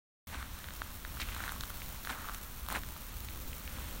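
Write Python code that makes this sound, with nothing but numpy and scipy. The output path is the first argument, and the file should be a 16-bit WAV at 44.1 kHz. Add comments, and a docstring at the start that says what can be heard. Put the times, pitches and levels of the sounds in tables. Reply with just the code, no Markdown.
"""A slow walk over gravel and dry grass, coming to a stop.
Light wind cuts in first, rumbling on the microphone over rustling leaves and a thin, crackly hiss.
Then each step presses out a swell of crunching grit, while single stones knock and snap under the soles.
Near the end a faint drone fades in, and a last soft crunch brings the feet to rest."""
import sys
import numpy as np
from scipy.fft import rfft, irfft, next_fast_len
from scipy.io import wavfile
from scipy.ndimage import map_coordinates

SR = 44100
rng = np.random.default_rng(int(sys.argv[2]) if len(sys.argv) > 2 else 0)


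def materialize(psi):
    """Save the field psi as 16-bit PCM at rate SR to the path in sys.argv[1].

    A 1-D psi becomes a single channel; in a 2-D psi each row is a channel.
    """
    bounded = np.clip(np.atleast_2d(psi).T, -1, 1)
    quanta = np.round(bounded * 32767).astype(np.int16)
    wavfile.write(sys.argv[1], SR, quanta)


N = 176400
T = np.arange(N) / SR


def amp(db):
    """Decibels to gain."""
    return 10 ** (np.asarray(db) / 20)


def unit(x):
    """Scale to rms 1."""
    return x / np.sqrt(np.mean(x ** 2) + 1e-20)


def filtered(x, response):
    """Zero-phase EQ: response gives the gain at each frequency in Hz."""
    size = next_fast_len(N + 8192)
    return irfft(rfft(x, size) * response(np.fft.rfftfreq(size, 1 / SR)), size)[:N]


def coloured(x, eq):
    """Shape x with an EQ curve of (f/Hz, level/dB) points, then scale to rms 1."""
    f, db = np.transpose(eq)
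    return unit(filtered(x, lambda hz: amp(np.interp(np.log(hz + 1), np.log(f), db))))


def wobble(per_s):
    """A smooth random drift through per_s points a second."""
    return map_coordinates(rng.standard_normal(1024), [T * per_s], mode="wrap")


def burst(t, attack_s):
    """Envelope of one contact: a fast attack up to 1 at t = 0, then a slower fade."""
    age = np.maximum(t / attack_s + 1, 0)
    return age * np.exp(1 - age)


def impulses(per_s, scatter_db):
    """Raw crackle: random clicks of uneven size and either polarity."""
    size = amp(scatter_db * np.minimum(rng.exponential(size=N), 3))
    return (rng.random(N) < per_s / SR) * size * rng.choice([-1, 1], N)


def air():
    """The bed: wind rumbles on the microphone, distant leaves rustle, a high hiss crackles finely."""
    # level ride of the three layers: t/s, rumble/dB, leaves/dB, hiss/dB
    ride = [(.27, -45, -51, -55.5), (.9, -46.5, -53, -51.5), (1.5, -42, -50, -48.5),
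            (2.05, -48, -52, -49.5), (2.55, -46, -54.5, -48.5), (3.1, -45, -52.5, -50.5),
            (3.55, -43, -53, -48.5), (4, -43.5, -52, -49)]
    # low-end weight of the wind: f/Hz, level/dB
    rumble_eq = [(10, -3), (25, -5), (39, 2), (52, -0.5), (70, 0), (100, -9.5), (150, -14), (230, -15.5),
                 (330, -22.5), (500, -39.5), (1200, -63), (4000, -88)]
    # midrange rustle of the leaves: f/Hz, level/dB
    leaves_eq = [(100, -26), (400, -6), (560, -2.5), (720, -4), (950, 0), (1300, 0.5), (2000, -5),
                 (4000, -5.5), (6000, -8.5), (15000, -12.5)]
    # airy top of the hiss and its crackle: f/Hz, level/dB
    hiss_eq = [(500, -4), (2500, -6), (5500, -7), (8000, -7), (10000, -6), (12000, -3.5), (14500, -0.5),
               (16000, 2.5)]
    times, *levels = np.transpose(ride)
    rumble_db, leaves_db, hiss_db = [np.interp(T, times, db) for db in levels]
    rumble = amp(rumble_db + 0.99 * wobble(per_s=8.81)) * coloured(rng.standard_normal(N), rumble_eq)
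    leaves = amp(leaves_db + 0.81 * wobble(per_s=17)) * coloured(rng.standard_normal(N), leaves_eq)
    hiss = coloured(rng.standard_normal(N), hiss_eq)
    crackle = amp(-0.5) * coloured(impulses(per_s=400, scatter_db=4.5), hiss_eq)
    return rumble + leaves + amp(hiss_db + 1.4 * wobble(per_s=40)) * (hiss + crackle)


def gravel(pitch_hz, spread, sizes=9, attack_cycles=0.54):
    """Small stones of several sizes collide, each ringing for a cycle or two around one pitch."""
    t = np.arange(300) / SR
    hits = impulses(per_s=2200, scatter_db=5)
    size = rng.integers(sizes, size=N)
    onsets = np.flatnonzero(hits)
    hz = pitch_hz * np.exp(spread * rng.standard_normal(N)[onsets, None])
    attack_s = attack_cycles / hz * (1 / 2 + size[onsets, None] / sizes)
    rings = hits[onsets, None] * burst(t - attack_s, attack_s) * np.sin(2 * np.pi * hz * t)
    positions = onsets[:, None] + np.arange(len(t))
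    return unit(np.bincount(positions.ravel(), rings.ravel(), N + len(t))[:N])  # overlap-add


def footsteps():
    """Weight comes on and off the sole; gravel crunches and finer grit crackles with it."""
    # shoe pressing on gravel: peak t/s, rise/s, fall/s, level/dB, gravel f/Hz,
    # pitch spread/natural-log units, grit level/dB relative to the gravel
    steps = [(0.349, .035, 0.026, -44.5, 1600, 0.33, -6.5), (.402, 0.026, 0.031, -46.5, 1530, 0.11, -7),
             (.64, 0.18, 0.084, -57, 1730, 0.3, -13), (1.205, 0.0059, 0.021, -36, 3000, 0.27, -8.5),
             (1.33, 0.088, 0.063, -51.5, 2900, 0.2, -12), (1.45, 0.15, 0.091, -48, 1400, 0.19, -3),
             (2.106, .015, 0.026, -40, 1630, 0.37, -4.5), (2.2, 0.083, 0.22, -48.5, 1320, 0.091, -7),
             (2.712, 0.0082, .03, -45, 1220, 0.39, 0), (2.76, 0.019, 0.016, -35, 1590, 0.46, -7.5),
             (3.84, 0.22, 0.11, -55, 2110, 0.37, 0)]
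    # tone of the fine grit: f/Hz, level/dB
    grit_eq = [(100, -27), (250, 18), (600, -23.5), (2000, 3), (4000, 2.5), (5500, -3.5), (9000, 0),
               (15000, -16.5)]
    out = np.zeros(N)
    for peak_s, rise_s, fall_s, db, pitch_hz, spread, grit_db in steps:
        from_peak = abs(T - peak_s) / np.where(T < peak_s, rise_s, fall_s)
        pressure = np.exp(-from_peak * np.minimum(from_peak, 1))  # round top, exponential tails
        grit = coloured(impulses(per_s=6600, scatter_db=3), grit_eq)
        out += amp(db) * pressure * (gravel(pitch_hz, spread) + amp(grit_db) * grit)
    return out


def stones():
    """A stone slips under the sole: a hollow knock, a brighter snap and a sharp tick."""
    # single stones shifting: t/s, knock f/Hz, knock level/dB, snap level/dB, tick f/Hz, tick level/dB
    slips = [(0.3448, 1530, -36, -33, 7000, -54), (.4278, 1440, -30, -36, 7000, -54),
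             (0.5891, 1500, -45, -43, 9500, -31), (.643, 1750, -34.5, -34, 7000, -50),
             (0.6868, 1730, -32.5, -37, 13000, -44), (.707, 1540, -36.5, -35.5, 7000, -48),
             (0.737, 1500, -53, -49, 8000, -30), (.819, 1430, -22.5, -32.5, 10000, -51),
             (1.0504, 1700, -28, -34, 8000, -46), (1.1718, 1380, -33.5, -46, 8000, -44),
             (1.2005, 1200, -33, -30, 7000, -43), (1.2174, 1700, -36, -28, 6000, -29),
             (1.288, 2540, -30, -51, 7000, -48), (1.348, 1500, -37, -32, 8000, -27),
             (1.365, 1300, -31, -35, 7000, -50), (1.4049, 1380, -26, -46, 7000, -46),
             (1.439, 1800, -27, -34, 7000, -51), (1.4795, 1580, -25.5, -47, 7000, -46),
             (1.4935, 1540, -26.5, -27.5, 7000, -48), (1.521, 1280, -29.5, -45, 11000, -24),
             (1.563, 1150, -35.5, -51, 12000, -37), (1.6091, 1500, -34.5, -26.5, 5940, -24),
             (1.6363, 1400, -30, -26.5, 5500, -29), (1.7031, 1310, -33, -39, 14000, -28),
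             (1.8195, 2280, -29, -37, 7000, -46), (2.05, 1700, -32, -32, 7000, -31),
             (2.0732, 1520, -25.5, -36, 7000, -39), (2.0954, 1700, -29, -32, 7000, -43),
             (2.1015, 1330, -27, -31, 7000, -46), (2.2876, 1340, -27.5, -36, 7000, -50),
             (2.2961, 1260, -28.5, -39, 7000, -48), (2.347, 1470, -37, -26.5, 6460, -23.5),
             (2.6644, 1310, -40, -35, 8000, -34), (2.687, 1200, -28, -30, 14500, -20.5),
             (2.7021, 1510, -27, -41, 12000, -24), (2.7134, 1200, -43, -41, 9000, -36),
             (2.7219, 1200, -27.5, -44, 7000, -46), (2.7257, 990, -29.5, -35, 12000, -18.5),
             (2.7602, 1200, -28, -34.5, 7000, -42), (2.7651, 1480, -28, -34, 6950, -40),
             (2.8353, 1660, -34, -36, 6000, -42), (2.965, 1070, -38, -40, 7000, -50),
             (3.2868, 2450, -34, -33, 7000, -55), (3.5311, 2730, -30.5, -37, 11000, -47),
             (3.6774, 2740, -28.5, -35, 7000, -42), (3.786, 1020, -36.5, -36, 7000, -43),
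             (3.949, 1500, -55, -48, 13000, -33)]
    snap_hz, tick_width_octaves = 3750, 0.82
    t = np.arange(-100, 400) / SR
    bins_hz = np.fft.rfftfreq(len(t), 1 / SR) + 1
    out = np.zeros(N)
    for at_s, knock_hz, knock_db, snap_db, tick_hz, tick_db in slips:
        knock = burst(t, attack_s=0.56 / knock_hz) * np.sin(2 * np.pi * knock_hz * t)
        snap = burst(t, attack_s=0.00017) * np.cos(2 * np.pi * snap_hz * t + rng.normal(0, 0.95))
        tick_noise = burst(t, attack_s=0.00041) * rng.choice([-1, 1], len(t))
        tick_band = np.exp(-(np.log2(bins_hz / tick_hz) / tick_width_octaves) ** 2 / 2)
        tick = irfft(rfft(tick_noise) * tick_band)
        tick *= 2 / np.linalg.norm(tick)
        start = round((at_s + t[0]) * SR)
        out[start:start + len(t)] += amp(knock_db) * knock + amp(snap_db) * snap + amp(tick_db) * tick
    return out


def drone(start_s=3.22, fade_s=0.16):
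    """Two narrow, unsteady bands of noise fade in, faint among the leaves."""
    # far drone: f/Hz, width/Hz, level/dB
    bands = [(515, 19, -67), (584, 19, -65)]
    out = np.zeros(N)
    for f, width, db in bands:
        band = filtered(rng.standard_normal(N), lambda hz: np.exp(-((hz - f) / width) ** 2))
        out += amp(db) * unit(band)
    return out * np.clip((T - start_s) / fade_s, 0, 1)


def scene():
    """Feet, air and drone in one mono mix."""
    return (footsteps() + stones() + air() + drone())[None]


def record(dry, start_s=0.271, cutoff_hz=15850):
    """The sound cuts in abruptly, through a microphone with a few treble dips and a steep high cut."""
    # dips in the microphone's response: f/Hz, width/Hz, level/dB
    notches = [(4880, 360, -4), (10500, 450, -3.5), (7800, 400, -1.5)]

    def microphone(hz):
        dips_db = sum(db * np.exp(-((hz - f) / width) ** 2) for f, width, db in notches)
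        high_cut = np.clip((cutoff_hz - hz) / 100 + 1 / 2, 0, 1)
        return amp(dips_db) * high_cut

    return filtered(dry[0] * (T > start_s), microphone)[None]


dry = scene()
out = record(dry)
materialize(out)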